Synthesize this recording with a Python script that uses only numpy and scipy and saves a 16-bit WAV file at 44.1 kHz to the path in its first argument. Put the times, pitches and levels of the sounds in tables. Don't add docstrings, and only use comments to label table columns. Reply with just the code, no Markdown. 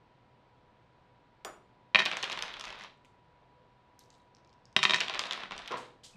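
import sys
import numpy as np
from scipy import signal
from scipy.fft import rfft, irfft, next_fast_len
from scipy.io import wavfile

SR = 44100
rng = np.random.default_rng(int(sys.argv[2]) if len(sys.argv) > 2 else 0)


def unload_wav(signal):
    wavfile.write(
        sys.argv[1],
        SR,
        np.round(np.clip(np.atleast_2d(signal).T, -1, 1) * 32767).astype(np.int16),
    )


def boost_factor(decibels):
    exponent = np.asarray(decibels, float) / 20
    return 10 ** exponent


N = 272035

# start in seconds, peak in dB, table knock in
# dB, die click in dB, favoured pitch in Hz.
LANDINGS = [
    (1.9472, -3.5, -11.5, -41.5, 2900),
    (1.957, -2, -13.5, -38, 2527),
    (1.9684, -32, -17.5, -8.5, 1806),
    (1.9887, -11, -9, -24, 2430),
    (1.9932, -9.5, -20.5, -25, 3764),
    (2.0015, -8, -15, -24.5, 1840),
    (2.0195, -14.5, -12.5, -25, 1840),
            (4.7643, -3, -12, -22, 3100), (4.7898, -19.5, -8, -30.5, 3730),
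                   (4.822, -41.5, -3, -1.5, 3710), (4.83, -7, -16.5, -17.5, 3230),
                   (4.8362, -15, -6, -7, 3039), (4.852, -3, -15, -30, 2800),
                   (4.8959, -10.5, -10.5, -24, 3400), (4.9073, -9, -13, -21, 3200),
                   (4.9196, -16.5, -8.5, -29.5, 3800), (4.9354, -8, -13, -30.5, 3270),
                   (4.9436, -9, -14, -14.5, 2080), (4.96, -16, -12, -16, 3160),
                   (4.984, -23.5, -8.5, -23, 2470)]
BOUNCES = [(2.0542, -21.5, -26, -5, 3210), (2.0596, -13, -10, -15, 3470),
           (2.064, -16, -15, -27, 2540), (2.1149, -18.5, -13, -12.5, 2800),
           (2.126, -21, -11, -31, 2800), (2.1329, -23.5, -4, -18, 2650),
           (2.1697, -22.5, -4.5, -3.5, 2830), (2.1755, -28, -21, -22, 2750),
           (2.2282, -23.5, -17, -1, 3750), (2.2348, -23, 0, -13, 2930), (2.2414, -19, -31, -11, 3240),
           (2.2538, -30, -22, -24, 2280), (2.2766, -33, -8, -20, 2750),
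           (2.2986, -24.5, -4, -10, 3200), (2.3123, -27, -10, -20, 3100),
           (2.3191, -30, -17, -0.5, 2990), (2.3234, -22, -10, -28, 3100),
           (2.3279, -22, -23.5, -7.5, 3400), (2.3748, -24.5, -6, -16, 2870),
           (2.39, -22.5, -19, -12, 3200), (2.4241, -20, -20, -2.5, 3400),
           (2.481, -29.5, -16, -14, 2862), (2.503, -39, -9, -19, 2410), (2.536, -37, -15, -13, 2890),
                  (2.54, -28, -17, -15, 3360), (2.5683, -32, -13, -18, 3200), (2.5967, -37, 1, 4, 2890),
                  (2.6105, -28, -5.5, -4, 3180), (2.6398, -32.5, -0.5, -4, 2930),
                  (2.647, -35, -12, -6, 2750), (2.6529, -33.5, -3, -1.5, 2400),
                  (2.674, -34, -14, -15, 2480), (2.6803, -32, -7, -9, 2590), (2.6894, -38, 1, -6, 2260),
                  (2.704, -32.5, -1.5, -7, 2540), (2.7262, -36.5, 1.5, -6, 2580),
                  (2.7552, -43, -12, -5, 2360), (2.7896, -41, -11, -8, 2840), (2.7973, -44, -6, -2, 2880),
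                  (2.8097, -36.5, -1, -8, 2360), (2.82, -41, -13, -4, 2390), (2.829, -41, -9, -7, 2680),
                  (2.837, -39, -1, -3, 2300),
           (5.0052, -17, -19, -2.5, 3100), (5.0111, -13.5, -20, -21, 2970),
                  (5.0826, -20.5, -11, -13.5, 3150), (5.0969, -18.5, -8, -22, 3699),
                  (5.1392, -22.5, -17, -18, 3230), (5.1462, -20.5, -10, -20, 3320),
                  (5.154, -23.5, -4, -21, 2300), (5.1765, -32, -14, -11, 2370),
                  (5.193, -16.5, -8, -3.5, 3261), (5.1976, -30, -5, -24, 2750),
                  (5.2105, -34, -10, -9, 3070), (5.2172, -26, -5, -21, 3240), (5.238, -23, -5.5, -19, 3330),
                  (5.2557, -25, -8, -15, 2960), (5.269, -28.5, -18, -8, 3170),
                  (5.3099, -17.5, -13.5, -16, 3330), (5.3235, -23.5, -13, -6, 3200),
                  (5.3327, -26, -13, -3.5, 3620),
           (5.3761, -36, 5, -10, 2800), (5.4053, -33, 0, -14, 2740), (5.4351, -27, 0, -18, 2800),
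                   (5.5097, -28.5, 1, -17, 2800), (5.52, -29, 1, -17, 3030), (5.551, -37, 2, -30, 1980),
                   (5.5645, -38.5, 5.5, -7, 2990), (5.579, -35.5, 3, 2.5, 3420), (5.591, -32, -7, -7, 3140),
                   (5.598, -40, 7, -19, 2470), (5.604, -41, -11, -21, 1830), (5.6196, -36, -10, -23, 3210),
                   (5.6315, -44.5, -15, -25, 2760), (5.6488, -52, -14, -27, 2810),
                   (5.6595, -35, -19, -21, 3250), (5.6771, -31.5, -19, -4, 3480),
                   (5.681, -32, -15, -14, 3340), (5.7125, -35, -1, -9, 2220), (5.7203, -29, 3, -6.5, 2970),
                   (5.7728, -41, 4, -1, 1974),
           (2.2321, -18.5, -11, -30, 3080), (2.4352, -28.5, 0, -12, 2800), (2.63, -41, -7, -10, 2600),
                 (2.6709, -32, -5, -15, 2500), (2.747, -45.5, 5, -20, 2300), (2.7844, -58, -12, -5, 2800),
                 (2.846, -38.5, 4.5, -20, 2990), (5.0027, -22, -16, -18, 3200), (5.033, -35, -3, 1, 2902),
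                 (5.044, -32, -15, -8, 2570), (5.13, -30, -13, -18, 2610), (5.26, -34, -6, -10, 2420),
                 (5.361, -40, -4, -13, 2300), (5.456, -34, -1, -24, 1989), (5.527, -34, 0, -31, 2201),
                 (5.7412, -33, 9, -27, 2220), (5.757, -31, 3, -35, 1500), (5.707, -36.5, 8, -35, 1300)]
# pitch in Hz, level in dB, t60 in seconds.
BOARD_MODES = [(1577, -12, 0.053), (1840, -0.5, 0.079), (2000, -6.5, 0.067), (2180, -18.5, .05),
               (2300, -15.5, 0.0402), (2453, 2.5, 0.037), (2800, -12.5, 0.022), (3160, -0.5, 0.03),
               (3200, -6.5, 0.02), (3770, 1.5, 0.05), (4282, -9.5, 0.051), (4800, -12, 0.05),
               (5350, -12, 0.049), (6000, -25, 0.028)]
# pitch in Hz, level in dB, t60 in seconds.
TABLE_MODES = [(165, -8.5, 0.092), (198, -12.5, 0.17), (375, -10, 0.085), (392.3, -24, 0.082),
               (558.7, -9.5, 0.042), (642, -6.5, 0.11), (785, -11, 0.14), (1002, 2.5, 0.084),
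               (1136, 8.5, 0.03), (1298, 0.5, 0.048), (1430, -4.5, 0.06)]
# start in seconds, end in seconds, first level in dB, fade in dB per second.
ROLLS = [
    (2.08, 2.414, -45.5, 4),
    (2.423, 2.849, -49.5, 6.5),
    (4.993, 5.303, -47.5, -5),
    (5.305, 5.43, -46, 17),
    (5.494, 5.847, -50, 20),
]
# frequency in Hz, density in dB per Hz.
ROLLING_COLOUR = [(71, -47), (150, -12), (500, -1.5), (1000, 2.5), (2300, 0.5), (3800, -0.5), (5000, -12),
                  (8000, -33), (11000, -47), (14500, -75)]
# start in seconds, peak in dB, pitch in
# Hz.
DICE_TICKS = [
    (2.975, -73, 7980),
    (3.048, -62, 9000),
    (3.048, -52.5, 2800),
    (3.053, -64, 6500),
    (3.0532, -68, 9800),
    (3.056, -57, 2600),
    (3.061, -64, 3600),
              (3.992, -46, 6400), (3.9924, -48, 9000), (3.9926, -52, 12500), (4.038, -56, 5550),
              (4.059, -63, 5700), (4.1037, -48, 6300), (4.107, -62, 4950), (4.113, -60, 4000),
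              (4.128, -58, 4500), (4.142, -58, 4300), (4.151, -59, 5000), (4.1815, -72, 10500),
              (4.219, -69, 7500), (4.349, -51, 5400), (4.358, -74, 9030), (4.368, -53, 5370),
              (4.384, -61, 5400), (4.448, -55, 5200), (4.475, -62, 6000), (4.494, -59.5, 4970),
              (4.502, -62, 4900), (4.529, -56.5, 5370), (4.538, -61.5, 5500), (4.655, -48.5, 5740),
              (4.728, -54.5, 6502),
              (6.0345, -54, 3104),
    (6.0469, -57, 4600),
    (6.0483, -47.5, 4200),
    (6.0495, -52, 6500),
]
# start in seconds, peak in dB, pitch in Hz.
CORNER_CLASHES = [(1.9684, -50, 9970), (1.9874, -50, 11620), (2.0543, -44, 13400), (2.0586, -45, 10100),
                  (2.1254, -58, 10500), (2.1685, -54, 9880), (2.2273, -48, 10200), (2.2414, -53, 11600),
                  (2.2977, -58, 12200), (2.3114, -54, 9880), (2.3224, -56, 9950), (2.3266, -47, 9960),
                  (2.3895, -49, 11600), (2.4014, -64, 11800), (2.4234, -42, 10500), (2.5346, -61, 9900),
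                  (2.5424, -77, 9970), (2.5671, -65, 9870), (2.596, -55, 10800), (2.6095, -54, 10300),
                  (2.6389, -61, 9800), (2.6693, -60, 10700), (2.7028, -58, 9800), (2.7636, -72, 11900),
                  (2.7834, -67, 9980), (2.7896, -57, 11600), (2.821, -60, 9910), (2.837, -58, 9800),
                  (4.7636, -46, 10500), (4.8294, -50, 11500), (4.8349, -41, 10500), (4.9424, -46, 10100),
                  (5.0047, -43, 10500), (5.1382, -58, 10450), (5.1922, -46, 10500), (5.237, -62, 10300),
                  (5.3088, -52, 10700), (5.3224, -55, 13600), (5.3323, -45, 9800), (5.4064, -70, 12200),
                  (5.434, -63, 9920), (5.5783, -63, 9890), (5.6755, -51, 10500), (5.7194, -56, 10400)]
# start in seconds, peak in
# dB, pitch in Hz, t60 in seconds.
HOLLOW_NUDGES = [
    (4.2, -58, 3900, .02),
    (4.002, -57, 4200, .025),
    (4.007, -54, 3800, .025),
    (4.011, -59, 4500, 0.022),
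    (4.386, -66, 3860, .015),
    (4.017, -63, 4200, .02),
    (6.135, -56, 2560, 0.05),
    (6.156, -55, 2450, 0.03),
    (6.163, -56, 2560, 0.0301),
    (6.148, -52, 185, 0.22),
]
# start in seconds, peak in dB.
SQUARE_TOUCH = [
    (1.4484, -27.5),
]
# pitch in Hz, level in dB, t60 in seconds.
STEEL_MODES = [(2783, -4, .05), (3155, -5, .08), (4885, -4, .15), (5750, 1, .11), (7012, 2, .2),
               (7490, -11, .1), (8430, 1, .03), (9620, -3, .08), (10405, -10, .22), (11045, -6, .05),
               (12080, -6, .1), (12700, -8, .11), (13850, -12, .06), (14850, -12, .06)]
# frequency in Hz, density in dB per Hz.
THUD_COLOUR = [(71, -35), (120, -18), (321, -6), (693, -2), (980, -8), (1080, -0.5), (1600, -9),
               (3000, -21), (7270, -52), (12000, -52), (15600, -69), (22000, -120)]
# start in seconds, top in seconds, level in dB.
WOOD_DRAGS = [
    (5.696, 5.715, -36),
]
# pitch in Hz, width in Hz, level in dB.
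WOOD_RESONANCES = [(290, 240, -7), (496, 61, 2), (1005, 230, -2.5), (1422, 25, -5), (1630, 35, -13)]
# start in seconds, top in seconds, level in dB.
PALM_SLIDES = [
    (3.046, 3.047, -77.5),
    (3.991, 3.992, -70),
    (4.1, 4.134, -74.5),
    (5.77, 5.771, -54.5),
    (6.031, 6.04, -53),
]
# frequency in Hz, density in dB per Hz.
SKIN_COLOUR = [(1180, -17), (2600, -10), (3200, 0), (8040, -5.5), (11500, -21.5), (14100, -32),
               (15000, -50)]
# time in seconds, level in dB.
TABLE_SWAYS = [
    (1.5, -74),
    (2.0, -73.5),
    (2.47, -61.5),
    (2.7, -66),
    (4.1, -83),
    (4.8, -84),
    (5.201, -68),
    (5.58, -63),
    (6.12, -74),
]
# frequency in Hz, t60 in seconds.
SHOP_T60 = [(150, 0.97), (1000, 0.36), (4000, 0.33), (12000, 0.33), (14500, .22)]
# frequency in Hz, density in dB per Hz.
ROOM_COLOUR = [(12, -52), (20, -10.5), (125, -4.5), (351, -10.5), (383, -9.5), (497, -10.5), (718, -10),
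               (1000, -10.5), (1300, -19.5), (1690, -50), (2860, -120)]
# frequency in Hz, density in dB per Hz.
HISS_COLOUR = [(900, -40), (1300, -2), (2000, -5.5), (4000, -12.5), (6500, -27.5), (9600, -34),
               (10100, -58.5), (15500, -71)]
# pitch in Hz, width in Hz, rms level in dB.
FAN_LINES = [(123.35, 11, -73.5), (499, 9.2, -79), (960, 120, -82.5), (1007, 22, -89.5)]
# time in seconds, gain in dB.
WHINE_SWELL = [(0, -1.5), (2, 2), (4, 3.5), (6.17, -1.5)]
# pitch in Hz, rms level in dB.
MOTOR_WHINE = (974.4, -73.5)


def unit(x):
    return x / np.sqrt(np.mean(x ** 2) + 1e-20)


def along(points, hz):
    f, value = np.transpose(points)
    return np.interp(np.log(hz + 1), np.log(f + 1), value)


def filtered(x, response):
    size = next_fast_len(x.shape[-1] + 2048)
    spectrum = rfft(x, size) * response(np.fft.rfftfreq(size, 1 / SR))
    return irfft(spectrum, size)[..., :x.shape[-1]]


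def peak(f, hz, width_hz):
    return 1j * f * width_hz / (hz * hz - f * f + 1j * f * width_hz + 1e-9)


def hiss(colour, grit_db=0):
    grit = np.repeat(rng.standard_normal(N // 40 + 1), 40)[:N]
    grains = rng.standard_normal(N) * boost_factor(grit_db * grit)
    return unit(filtered(grains, lambda f: boost_factor(along(colour, f))))


def stroke(start, top, end, db, fade, t60):
    t = np.arange(N) / SR
    rise = np.clip((t - start) / (top - start), 0, 1) ** 2
    fade_db = fade * np.clip(t - top, 0, end - top)
    tail_db = 60 * np.clip(t - end, 0, 9) / t60
    return rise * boost_factor(db - fade_db - tail_db)


def lay(times, rows):
    index = np.round(np.asarray(times) * SR).astype(int)[:, None] + np.arange(rows.shape[1])
    return np.bincount(index.ravel(), rows.ravel(), N + SR)[:N]


def ring(modes, favoured_hz, lean_db, scatter_db, damping=1, contact=0.000435, detune=0.0078,
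         beat=0.5, beat_hz=70, size=SR // 11):
    t = np.arange(size) / SR
    hz, db, t60 = np.transpose(modes)[:, None, :, None]
    chance = rng.standard_normal((len(favoured_hz), len(modes), 5))
    octaves_off = np.abs(np.log2(hz / favoured_hz[..., None]))
    start_db = db + scatter_db * chance[..., :1] - lean_db * octaves_off
    pitch = hz * (1 + detune * chance[..., 1:2])
    swing = np.cos(2 * np.pi * pitch * (t - contact) + 0.17 * chance[..., 2:3])
    swing = swing * (1 - beat * np.sin(np.pi * beat_hz * (1 + 0.43 * chance[..., 3:4]) * t) ** 2)
    rows = np.sum(boost_factor(start_db - 60 * damping * t / t60) * swing, axis=1)
    rows = rows * np.sin(np.pi / 2 * np.clip(t / (1.92 * contact), 0, 1)) ** 2
    return rows / np.abs(rows).max(axis=1, keepdims=True)


def crack(hz, breadth, t60, snap, top_hz, size=SR // 11):
    t = np.arange(SR // 16) / SR
    burst = (rng.standard_normal((len(hz), len(t))) + snap * (t == 0)) * boost_factor(-60 * t / t60)
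    rows = filtered(burst, lambda f: peak(f, hz, breadth * hz) ** 2 / (1 + 1j * f / top_hz) ** 4)
    rows = np.pad(rows, ((0, 0), (0, size - len(t))))
    return rows / np.abs(rows).max(axis=1, keepdims=True)


def blows(events, board_share, scatter_db, crack_t60, snap, damping, knock_gain_db, click_gain_db, click_t60):
    s, db, knock_db, click_db, hz = np.transpose(events)[..., None]
    board = ring(BOARD_MODES, hz, lean_db=8.5, scatter_db=scatter_db, damping=damping)
    wood_crack = crack(hz, 0.73, crack_t60, snap=snap, top_hz=5700)
    body = board_share * board + (1 - board_share) * wood_crack
    table = ring(TABLE_MODES, hz, lean_db=0, scatter_db=5.0, damping=damping, contact=0.00153)
    knock = boost_factor(knock_db + knock_gain_db) * table
    click = boost_factor(click_db + click_gain_db) * crack(5500 + 0 * hz, 0.9, click_t60, snap=5, top_hz=5700)
    return lay(s[:, 0], boost_factor(db) * (body + knock + click))


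def rattle_gain(events):
    s, db = np.transpose(events)[:2, :, None]
    t = np.arange(SR // 5) / SR
    chatter = boost_factor(db - 20.5 - 60 * t / 0.18) * np.clip(t / 0.0019, 0, 1)
    return np.sqrt(lay(s[:, 0], chatter ** 2))


def dice():
    landings = blows(LANDINGS, board_share=0.63, scatter_db=2.5, crack_t60=0.019,
                     snap=5.1, damping=1.55, knock_gain_db=0.1, click_gain_db=4.5, click_t60=0.037)
    contacts = BOUNCES
    bounces = blows(contacts, board_share=0.14, scatter_db=11, crack_t60=0.011,
                    snap=6.4, damping=3.9, knock_gain_db=-2.5, click_gain_db=3.0, click_t60=0.01)
    rolling = sum(stroke(s, s + 0.03, end, db, fade, t60=0.3) for s, end, db, fade in ROLLS)
    grain = np.hypot(rolling, rattle_gain(contacts)) * hiss(ROLLING_COLOUR, grit_db=2.5)
    return -landings - boost_factor(0.04) * bounces + grain


def ticks():
    s, db, hz = np.transpose(DICE_TICKS)[..., None]
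    return lay(s[:, 0], boost_factor(db + 3.0) * crack(hz, 0.55, 0.0057, snap=4.3, top_hz=hz))


def clashes():
    s, db, hz = np.transpose(CORNER_CLASHES)[..., None]
    return lay(s[:, 0], boost_factor(db - 0.5) * crack(hz, 0.35, 0.005, snap=4, top_hz=2.5 * hz))


def nudges():
    s, db, hz, t60 = np.transpose(HOLLOW_NUDGES)[..., None]
    t = np.arange(SR // 8) / SR
    onset = 1 - np.exp(-t / 0.0011)
    return lay(s[:, 0], boost_factor(db - 60 * t / t60) * np.sin(2 * np.pi * hz * t) * onset)


def square():
    s, db = np.transpose(SQUARE_TOUCH)[..., None]
    t = np.arange(SR // 4) / SR
    thud = hiss(THUD_COLOUR, grit_db=-5.0)[:len(t)] * boost_factor(-9.5 - 60 * t / 0.25)
    song = boost_factor(-11) * ring(STEEL_MODES, s, lean_db=0, scatter_db=0, contact=0.0001, detune=0,
                           beat=0.2, beat_hz=30, size=len(t))
    tap = boost_factor(-2) * crack(4000 + 0 * s, 2.5, 0.012, snap=2, top_hz=14000, size=len(t))
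    jangle = unit(filtered(rng.standard_normal(len(t)), lambda f: peak(f, 8000, 2500) ** 2))
    jangle = jangle * boost_factor(-38 - 60 * t / 0.22)
    return lay(s[:, 0], boost_factor(db) * (song + tap + thud + jangle))


def wood_drag():
    def wood(f):
        return sum((-1) ** k * boost_factor(db) * peak(f, hz, width)
                   for k, (hz, width, db) in enumerate(WOOD_RESONANCES))

    slips = hiss([(100, -30), (250, -12.5), (2000, -6.5), (6000, -15), (15000, -58)], grit_db=1)
    pull = sum(stroke(s, top, top + 0.02, db, fade=0, t60=0.32) for s, top, db in WOOD_DRAGS)
    return pull * unit(filtered(slips, wood))


def palm_slide():
    slide = sum(stroke(s, top, top + 0.01, db, fade=0, t60=0.3) for s, top, db in PALM_SLIDES)
    return slide * hiss(SKIN_COLOUR, grit_db=2.0)


def table_sway():
    t = np.arange(N) / SR
    sway = hiss([(12, -33.0), (25, -2.0), (50, -5.0), (90, -30), (200, -42), (500, -120)])
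    lean = boost_factor(-91.5) + sum(boost_factor(db) * np.exp(-np.abs(t - s) / 0.08) for s, db in TABLE_SWAYS)
    return lean * sway


def shop(x):
    step = SR // 20
    wet = np.zeros(N + SR)
    fade = np.sin(np.pi * np.arange(2 * step) / (2 * step))
    for start in range(0, N - step, step):
        part = x[start:start + 2 * step]
        if np.abs(part).max() > 1e-5:
            hz, t, z = signal.stft(rng.standard_normal(SR // 2), SR, nperseg=256)
            dying = z * boost_factor(-60 * t / along(SHOP_T60, hz)[:, None])
            tail = signal.istft(dying, SR, nperseg=256)[1][:SR // 2]
            echo = signal.fftconvolve(part * fade[:len(part)], tail / np.linalg.norm(tail))
            wet[start + 130:][:len(echo)] += echo
    return filtered(wet[:N], lambda f: 1 / (1 + (f / 14300) ** 14))


def fan():
    lines = sum(boost_factor(db) * unit(filtered(rng.standard_normal(N), lambda f: peak(f, hz, width) ** 2))
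                for hz, width, db in FAN_LINES)
    t = np.arange(N) / SR
    whine_hz, whine_db = MOTOR_WHINE
    whine = boost_factor(whine_db) * unit(np.sin(2 * np.pi * whine_hz * t))
    swell = boost_factor(np.interp(t, *np.transpose(WHINE_SWELL), left=-150, right=-150))
    return lines + swell * whine


def air():
    return boost_factor(-66) * hiss(ROOM_COLOUR) + boost_factor(-74) * hiss(HISS_COLOUR)


def scene():
    wooden = dice() + square() + wood_drag() + palm_slide()
    near = filtered(wooden, lambda f: (1j * f / (1j * f + 90)) ** 3)
    plastic = ticks() + clashes() + nudges()
    room = shop(boost_factor(-9.0) * near + boost_factor(-8.5) * plastic)
    return (near + plastic + room + table_sway() + fan() + air())[None]


def roll_off(x):
    return signal.sosfilt(signal.butter(12, 15710, fs=SR, output="sos"), x)


def record(dry):
    mix = filtered(dry, lambda f: (f < 15700) / (1 + (f / 15200) ** 16))
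    return roll_off(mix)


dry = scene()
out = record(dry)
unload_wav(out)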